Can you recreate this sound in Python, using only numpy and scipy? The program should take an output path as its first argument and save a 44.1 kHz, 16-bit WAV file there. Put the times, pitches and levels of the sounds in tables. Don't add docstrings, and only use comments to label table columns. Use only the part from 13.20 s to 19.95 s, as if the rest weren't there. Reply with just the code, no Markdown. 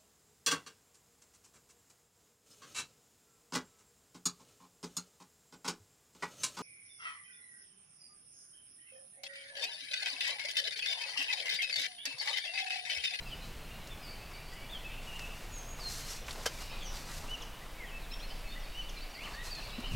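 import sys
import numpy as np
from scipy import signal
from scipy.fft import rfft, irfft
from scipy.io import wavfile
from scipy.ndimage import uniform_filter1d

SR = 44100
rng = np.random.default_rng(int(sys.argv[2]) if len(sys.argv) > 2 else 0)


def int16_out(signal):
    q = np.round(np.clip(np.atleast_2d(signal).T, -1, 1) * 32767)
    wavfile.write(sys.argv[1], SR, q.astype(np.int16))


N = 297675
TIME = np.arange(N) / SR


def undb(db):
    return 10 ** (np.asarray(db) / 20)


def unit(x):
    return x / np.sqrt(np.mean(x ** 2))


def curve(rows):
    start_s, level_db = np.transpose(rows)
    return np.interp(TIME, start_s, level_db)


def add(out, start_s, x):
    i = max(0, int(start_s * SR))
    out[i:i + len(x)] += x[:max(0, N - i)]


def colour(x, spectrum):
    hz, density_db = np.transpose(spectrum)
    f = np.fft.rfftfreq(len(x), 1 / SR)
    gain = unit(undb(np.interp(np.log(f + 1), np.log(hz), density_db)))
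    return irfft(rfft(x) * gain, len(x))


def noise(spectrum):
    return unit(colour(rng.standard_normal(N), spectrum))


def resonate(x, hz, width_hz):
    b, a = signal.iirpeak(hz, hz / width_hz, fs=SR)
    return signal.lfilter(b, a, x)


def walk(rate_hz):
    k = int(SR / rate_hz)
    steps = np.repeat(rng.standard_normal(N // k + 1), k)
    return 1.194 * uniform_filter1d(steps, k)[:N]


# [dB per Hz, relative]
AIR_SPECTRUM = [(45, 9), (120, 2.5), (220, 2), (350, -0.5), (700, 1.5), (1100, -2.5), (1700, -3.5),
                (2700, -3.5), (3800, -10), (6000, -13), (15500, -17.5)]


def air():
    return noise(AIR_SPECTRUM) * undb(-51.0 + 0.48 * walk(2.8))


# [dB per Hz, relative]
DRONE_SPECTRUM = [(35, -12), (50, 4.5), (62, 3), (85, -7.5), (118, -2), (132, -4), (150, -3), (200, -12),
                  (300, -18), (700, -41.5)]
# start_s [s], level_db [dB rms]
DRONE_LEVEL = [(0, -51.5), (1.3, -55.5), (2.7, -52.5), (4, -54), (4.5, -59), (5.1, -56.5), (5.8, -61),
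               (6.3, -56), (6.75, -49.5)]


def drone():
    return noise(DRONE_SPECTRUM) * undb(curve(DRONE_LEVEL))


# [dB per Hz, relative]
RUMBLE_SPECTRUM = [(8, -16), (20, -11), (26, -1.5), (29, 0.5), (35, -12.5), (45, -25), (90, -48.5),
                   (300, -82)]
# start_s [s], level_db [dB rms]
RUMBLE_LEVEL = [(0, -46), (.55, -50), (1.5, -49), (1.75, -45), (2.2, -45.5), (3.4, -46.5), (3.68, -39.5),
                (3.87, -48), (4.1, -41.5), (4.32, -50.5), (5.1, -41), (5.85, -42.5), (5.98, -57),
                (6.11, -43.5), (6.55, -47), (6.7, -38)]


def rumble():
    rough = noise(RUMBLE_SPECTRUM)
    level = rough / np.sqrt(uniform_filter1d(rough ** 2, size=SR // 8))
    return level * undb(curve(RUMBLE_LEVEL))


def background():
    return air() + drone() + rumble()


SETTLE, SWOOP_TOP = .27, .78
GESTURES = {"slur": (lambda u: u, 0.45), "scoop": (lambda u: 1 - np.exp(-u / SETTLE), 0.65),
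            "arch": (lambda u: np.sin(np.pi * u), 0.55),
            "lean": (lambda u: np.interp(u, [0, .2, .45, .78, 1], [0.021, .65, .97, 1, 0.26]), 0.8),
            "swoop": (lambda u: np.interp(u, [0, SWOOP_TOP / 2, SWOOP_TOP, 1], [0, .3, 1, -.25]), 0.93)}


def sing(notes, flutter_hz, flutter, waver, overtone_db, flicker_db):
    out = np.zeros(N)
    tremor = np.sin(2 * np.pi * np.cumsum(flutter_hz * (1 + 0.0994 * walk(30))) / SR)
    bend = 1 + flutter * tremor + waver * walk(180)
    for start_s, length_s, gesture, first_hz, second_hz, level_db in notes:
        u = np.linspace(0, 1, int(length_s * SR))
        contour, loudest = GESTURES[gesture]
        glide_hz = first_hz + (second_hz - first_hz) * contour(u)
        pitch_hz = glide_hz * np.interp(start_s + u * length_s, TIME, bend)
        phase = 2 * np.pi * np.cumsum(pitch_hz) / SR
        swell = np.abs(np.sin(np.pi * np.interp(u, [0, loudest, 1], [0, .5, 1]))) ** .75
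        tone = np.sin(phase) + undb(overtone_db) * np.sin(2 * phase)
        add(out, start_s, undb(level_db) * swell * tone)
    return out * undb(flicker_db * walk(140))


def wood(x, t60_s, early_db, early_s):
    t = TIME[:2 * SR]
    hits = rng.random(len(t)) < 600 / SR
    trunks = rng.standard_normal(len(t)) * hits * np.exp(-t / early_s)
    decay = np.exp(-np.log(1000) * t / t60_s)
    tail = rng.standard_normal(len(t)) * decay * (1 - np.exp(-t / 0.007))
    response = (unit(tail) + undb(early_db) * unit(trunks)) / np.sqrt(len(t))
    return signal.fftconvolve(x, response)[:N]


def distant_song(per_s, low_hz, high_hz, length_s, slide):
    count = int(per_s * N / SR)
    when, pitch, long, glide, loud = rng.random((count, 5)).T
    first_hz = low_hz * (high_hz / low_hz) ** pitch
    second_hz = first_hz * (1 + slide * (glide - .5))
    notes = zip(when * N / SR, length_s * (.5 + long), ["slur"] * count, first_hz, second_hz, -7 * loud)
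    return sing(notes, flutter_hz=54.63, flutter=0.01, waver=0.0095, overtone_db=-42, flicker_db=3.0)


# [dB per Hz, relative]
CHORUS_SPECTRUM = [(1200, -40), (1900, -13), (2300, -2), (2800, -3.5), (3400, -5), (4000, -6), (4600, -6),
                   (5400, -11), (7000, -31)]
# start_s [s], level_db [dB]
CHORUS_LEVEL = [(0, -56), (.6, -60), (1.2, -57), (1.8, -56), (2.4, -64), (3, -56), (3.5, -50.5), (4.2, -62),
                (4.7, -61), (5.3, -55.5), (6.75, -52.5)]


def chorus_wash():
    song = distant_song(per_s=100, low_hz=1847, high_hz=5467, length_s=.07, slide=.3)
    crowd = wood(song, t60_s=1.3, early_db=0.0, early_s=0.021)
    return unit(colour(crowd, CHORUS_SPECTRUM)) * undb(curve(CHORUS_LEVEL) - 1.5)


FAR_RISE = 0.0865
# start_s [s], length_s [s], pitch_hz [Hz], level_db [dB before mix gain]
FAR_WHISTLES = [(0, 0.05, 4040, -53), (.484, 0.048, 2790, -50), (0.859, 0.075, 4560, -52),
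                (.889, 0.044, 2300, -56), (0.98, .11, 2620, -58), (1.1, .125, 2307, -54),
                (1.127, 0.064, 4620, -51.5), (1.255, .1, 4740, -58), (1.318, .045, 2000, -54),
                (1.356, .11, 2290, -52), (1.396, .062, 4600, -58.5), (2.416, .14, 6560, -51),
                (3.927, .033, 2720, -51), (5.272, .069, 4410, -52), (5.36, .082, 2880, -62),
                (6.17, .07, 3750, -55), (6.491, 0.13, 3960, -53)]


def far_whistles():
    rising = []
    for start_s, length_s, pitch_hz, level_db in FAR_WHISTLES:
        first_hz, second_hz = pitch_hz * (1 - FAR_RISE / 2), pitch_hz * (1 + FAR_RISE / 2)
        rising.append((start_s, length_s, "slur", first_hz, second_hz, level_db))
    return sing(rising, flutter_hz=60, flutter=0.009, waver=0.0069, overtone_db=-40, flicker_db=3.0)


# start_s [s], length_s [s], gesture, first_hz [Hz], second_hz [Hz],
# level_db [dB before mix gain]
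BUZZES = [(.02, .16, "slur", 4900, 4750, -58.5), (.195, .079, "arch", 3900, 4070, -54.5),
          (.84, .14, "slur", 4700, 4600, -57), (1.694, .058, "scoop", 2730, 2850, -50),
          (1.9, .29, "slur", 2870, 2755, -51.5), (2.88, .06, "slur", 5470, 5860, -44.5),
          (3.595, .074, "slur", 3650, 2944, -46.5), (3.615, .11, "scoop", 6900, 5630, -47),
          (3.72, .074, "slur", 5050, 4480, -53), (4.925, .025, "slur", 2700, 3820, -49),
          (4.992, 0.035, "slur", 2600, 4300, -49.5), (4.995, .035, "slur", 5400, 5800, -54),
          (5.086, .05, "slur", 5200, 4600, -50), (5.432, .032, "slur", 4750, 4300, -52),
          (5.94, .044, "slur", 4800, 4100, -49), (6.02, .115, "slur", 1142, 1210, -53),
          (6.39, .062, "arch", 5150, 5700, -57), (6.42, .069, "slur", 4600, 4440, -51),
          (6.627, 0.051, "slur", 2800, 3006, -39), (6.665, .09, "slur", 3050, 2680, -45.5)]


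def buzzes():
    return sing(BUZZES, flutter_hz=85, flutter=0.045, waver=0.0156, overtone_db=-32, flicker_db=2.5)


# start_s [s], length_s [s], gesture, first_hz [Hz], second_hz [Hz],
# level_db [dB before mix gain]
WHISTLES = [(.052, .042, "slur", 2790, 2510, -44.5), (.106, 0.041, "scoop", 3430, 2920, -40),
            (.695, 0.059, "slur", 3660, 3360, -50.5), (.814, 0.061, "slur", 5200, 4500, -52),
            (1.493, .024, "slur", 3280, 3920, -48), (1.515, .07, "slur", 3680, 2895, -42.5),
            (1.642, 0.041, "arch", 2560, 2623, -42.5), (1.766, 0.031, "scoop", 2560, 2760, -46),
            (1.865, .06, "slur", 2926, 2820, -43.5), (1.92, .078, "slur", 2760, 2885, -45),
            (1.981, 0.095, "scoop", 2850, 2593, -47), (2.305, 0.12, "slur", 6880, 6260, -47),
            (2.588, 0.068, "scoop", 5500, 4320, -44.5), (2.636, .072, "scoop", 4320, 4160, -36.5),
            (3.895, .035, "arch", 1790, 2030, -48.5), (4.408, 0.036, "arch", 1770, 2020, -51.5),
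            (4.575, 0.1, "slur", 2323, 1760, -45), (4.65, 0.07, "slur", 3520, 2580, -52),
            (4.712, .085, "slur", 2596, 2648, -45), (4.817, .045, "slur", 4260, 3200, -54),
            (4.896, .05, "slur", 4450, 3350, -52), (4.91, .04, "slur", 2140, 3650, -49),
            (4.911, 0.039, "scoop", 4980, 5470, -43.5), (5.02, 0.036, "slur", 4030, 4380, -48),
            (5.095, .025, "scoop", 2350, 3146, -46), (5.232, .05, "slur", 2620, 2590, -49),
            (5.3, .052, "slur", 3570, 3710, -47), (5.351, 0.036, "arch", 1685, 2010, -45.5),
            (5.39, .047, "slur", 6040, 5000, -59), (5.621, 0.033, "slur", 4100, 4850, -53),
            (5.755, .04, "scoop", 4700, 3980, -48.5), (5.8, 0.049, "scoop", 4040, 4660, -50),
            (5.892, .031, "scoop", 5200, 5800, -55), (5.945, .138, "swoop", 1853, 3120, -43),
            (6.12, .12, "scoop", 1400, 1960, -44.5), (6.128, .025, "scoop", 4000, 4610, -50),
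            (6.264, 0.026, "slur", 4350, 4090, -47.5), (6.304, 0.052, "slur", 4720, 4380, -40),
            (6.335, .07, "slur", 4300, 4160, -43), (6.369, 0.029, "scoop", 1910, 1720, -49),
            (6.485, .033, "slur", 4300, 2900, -50), (6.513, 0.076, "slur", 2720, 2700, -48.5)]


def whistles():
    return sing(WHISTLES, flutter_hz=90.8, flutter=0.0055, waver=0.003, overtone_db=-35, flicker_db=2.0)


PHRASE_HZ, PHRASE_RISE_HZ = 3000, 402
CHIP_GAP_S, CHIP_DB = .052, -45.5
# start_s [s], length_s [s], level_db [dB before mix gain]
PHRASES = [(4.078, .082, -37.5), (5.533, .099, -39.5)]


def phrases():
    notes = []
    for start_s, length_s, level_db in PHRASES:
        chip_s = start_s + length_s + CHIP_GAP_S
        notes += [(start_s, length_s, "lean", PHRASE_HZ - PHRASE_RISE_HZ, PHRASE_HZ, level_db),
                  (chip_s, .023, "slur", 3850, 2550, CHIP_DB),
                  (chip_s + 0.0079, .012, "slur", 7000, 4400, CHIP_DB + 0.5)]
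    return sing(notes, flutter_hz=91, flutter=.003, waver=0.0042, overtone_db=-17.0, flicker_db=1.8)


def birds():
    wash, far, buzz = chorus_wash(), far_whistles(), buzzes()
    near = whistles() + phrases()
    sent = undb(-6.5) * near + undb(-5.0) * buzz + undb(-3.5) * far
    echoes = wood(sent, t60_s=1.0, early_db=-2.5, early_s=0.016)
    direct = undb(-1.24) * near + undb(-1.5) * buzz + undb(-2.0) * far
    return direct + echoes + wash


def catches(per_s, size_db, spread_db, decay_s):
    kicks = (rng.random(N) < per_s / SR) * undb(size_db + spread_db * rng.random(N))
    lift = signal.lfilter([1], [1, -np.exp(-1 / (decay_s * SR))], kicks)
    return unit(1 + lift)


RUSTLE_ATTACK_S, RUSTLE_RELEASE_S = 0.044, 0.053
RESTING_SCUFF_DB = -64
# [dB per Hz, relative]
SWISH_SPECTRUM = [(300, -26), (1500, -5), (3200, -4.5), (4500, 0.5), (6000, 0), (8000, -3), (10000, -8.5),
                  (12500, -8.5), (15500, -21)]
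SCUFF_SPECTRUM = [(100, -4), (300, -1.5), (700, 1.5), (1150, 3), (1600, -4.5), (2500, -12), (4000, -7),
                  (8000, -33)]
# start_s [s], length_s [s], swish_db [dB], scuff_db [dB], before flicker
RUSTLES = [(.21, .06, -61, -60), (1.8, 0.42, -59, -59.5), (2.216, 0.26, -61.5, -63), (2.56, .1, -54.5, -57),
           (2.659, 0.15, -45, -65), (2.836, 0.098, -45, -57), (3.053, 0.048, -48.5, -48),
           (3.132, .11, -53.5, -53), (3.28, .18, -52.5, -57), (3.49, 0.19, -64, -57),
           (3.689, 0.11, -51.5, -54), (3.847, .14, -49.5, -54), (4.002, 0.11, -57, -52),
           (4.13, 0.11, -62, -53), (4.308, 0.17, -70, -59), (6.001, .14, -57, -51),
           (6.213, .06, -47.5, -53), (6.333, .17, -59.5, -53.5), (6.54, .15, -68, -53.5),
           (6.694, 0.044, -52, -53)]


def clothing():
    swish_power, scuff_power = 0, undb(RESTING_SCUFF_DB) ** 2
    for start_s, length_s, swish_db, scuff_db in RUSTLES:
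        attack = np.clip((TIME - start_s) / RUSTLE_ATTACK_S, 0, 1)
        release = np.exp(-np.maximum(TIME - start_s - length_s, 0) / RUSTLE_RELEASE_S)
        stroke = attack * release
        swish_power = swish_power + (stroke * undb(swish_db)) ** 2
        scuff_power = scuff_power + (stroke * undb(scuff_db)) ** 2
    swish = noise(SWISH_SPECTRUM) * np.sqrt(swish_power) * undb(0.3 + 0.61 * walk(300))
    swish = swish * catches(per_s=45, size_db=-12, spread_db=10.5, decay_s=.005)
    scuff = noise(SCUFF_SPECTRUM) * np.sqrt(scuff_power) * undb(2.8 * walk(120))
    return swish + scuff


def knocks(rows, width, rise_s):
    out, t = np.zeros(N), TIME[:SR // 2]
    for start_s, level_db, centre_hz, decay_s in rows:
        body = rng.standard_normal(len(t))
        for _ in range(2):
            body = unit(resonate(body, centre_hz, width * centre_hz))
        envelope = np.exp(-t / decay_s) * (1 - np.exp(-t / rise_s))
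        add(out, start_s, undb(level_db) * body * envelope)
    return out


# start_s [s], level_db [dB before envelope], centre_hz [Hz], decay_s [s]
BUMPS = [(.25, -49, 190, .04), (.549, -51, 174, 0.045), (3.012, -38, 500, 0.013), (3.168, -37, 560, 0.015),
         (3.96, -43.5, 89, 0.057), (6.475, -44, 800, .012), (6.578, -31.5, 241, 0.014),
         (6.672, -41, 229, 0.019), (6.706, -31.5, 106, 0.12), (6.715, -45, 260, .08)]


def bumps():
    return knocks(BUMPS, width=0.48, rise_s=0.015)


# start_s [s], level_db [dB before envelope], centre_hz [Hz], decay_s [s]
TICKS = [(.672, -49, 4970, .009), (1.335, -54, 7000, .008), (1.992, -41.5, 1900, .008),
         (1.993, -44, 5000, .0065), (2.018, -52, 8000, .005), (2.383, -45, 7000, .004),
         (3.082, -38.5, 1830, 0.01), (3.108, -38.5, 3770, .007), (3.127, -44.5, 7450, .008),
         (3.768, -45, 3980, .01), (6.35, -48, 5500, .008), (6.603, -50, 7000, .005)]


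def ticks():
    return knocks(TICKS, width=0.84, rise_s=0.00032)


SNAP_S, SNAP_DB = 3.2615, -21
FIBRE_GAP_S, SNAP_BUILD_DB_PER_S, SNAP_FADE_DB_PER_S = .0021, 2000, 1250
# [dB per Hz, relative]
CRACK_SPECTRUM = [(150, -24), (400, 3), (1500, 3), (3000, -2.5), (5000, 5), (6500, 1), (8000, -6),
                  (12500, -9), (15000, -22)]
# [dB, relative]
TWIG_RING = [(476, 110, -5), (1640, 55, 5), (2150, 50, -1), (3100, 140, 3), (4480, 80, -5), (4900, 70, -5),
             (5400, 70, -22), (6240, 80, 0)]


def twig(crack_s=0.0011, tail_s=0.013, tail_db=-12, ring_db=4, count=9):
    cracks, t = np.zeros(N), TIME[:SR // 10]
    envelope = np.exp(-t / crack_s) + undb(tail_db) * np.exp(-t / tail_s)
    delays_s = FIBRE_GAP_S * (np.arange(count) - 2 + .15 * rng.standard_normal(count))
    for delay_s in delays_s:
        level_db = SNAP_DB + min(SNAP_BUILD_DB_PER_S * delay_s, -SNAP_FADE_DB_PER_S * delay_s)
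        splinters = rng.choice([-1, 1], len(t))
        add(cracks, SNAP_S + delay_s, undb(level_db) * splinters * envelope)
    ring = sum(undb(level_db) * resonate(cracks, hz, width_hz) for hz, width_hz, level_db in TWIG_RING)
    return undb(-4) * colour(cracks, CRACK_SPECTRUM) + undb(ring_db) * ring


def scene():
    mid = background() + birds() + clothing() + bumps() + ticks() + twig()
    side = undb(-78.5) * noise([(30, -7.5), (250, -3.0), (600, -9.0), (1200, -49.5)])
    return np.array([mid + side, mid - side])


TOP_HZ = 15800


def record(dry):
    low_pass = signal.ellip(10, .1, 80, TOP_HZ, fs=SR, output="sos")
    return signal.sosfilt(low_pass, dry)


dry = scene()
out = record(dry)
int16_out(out)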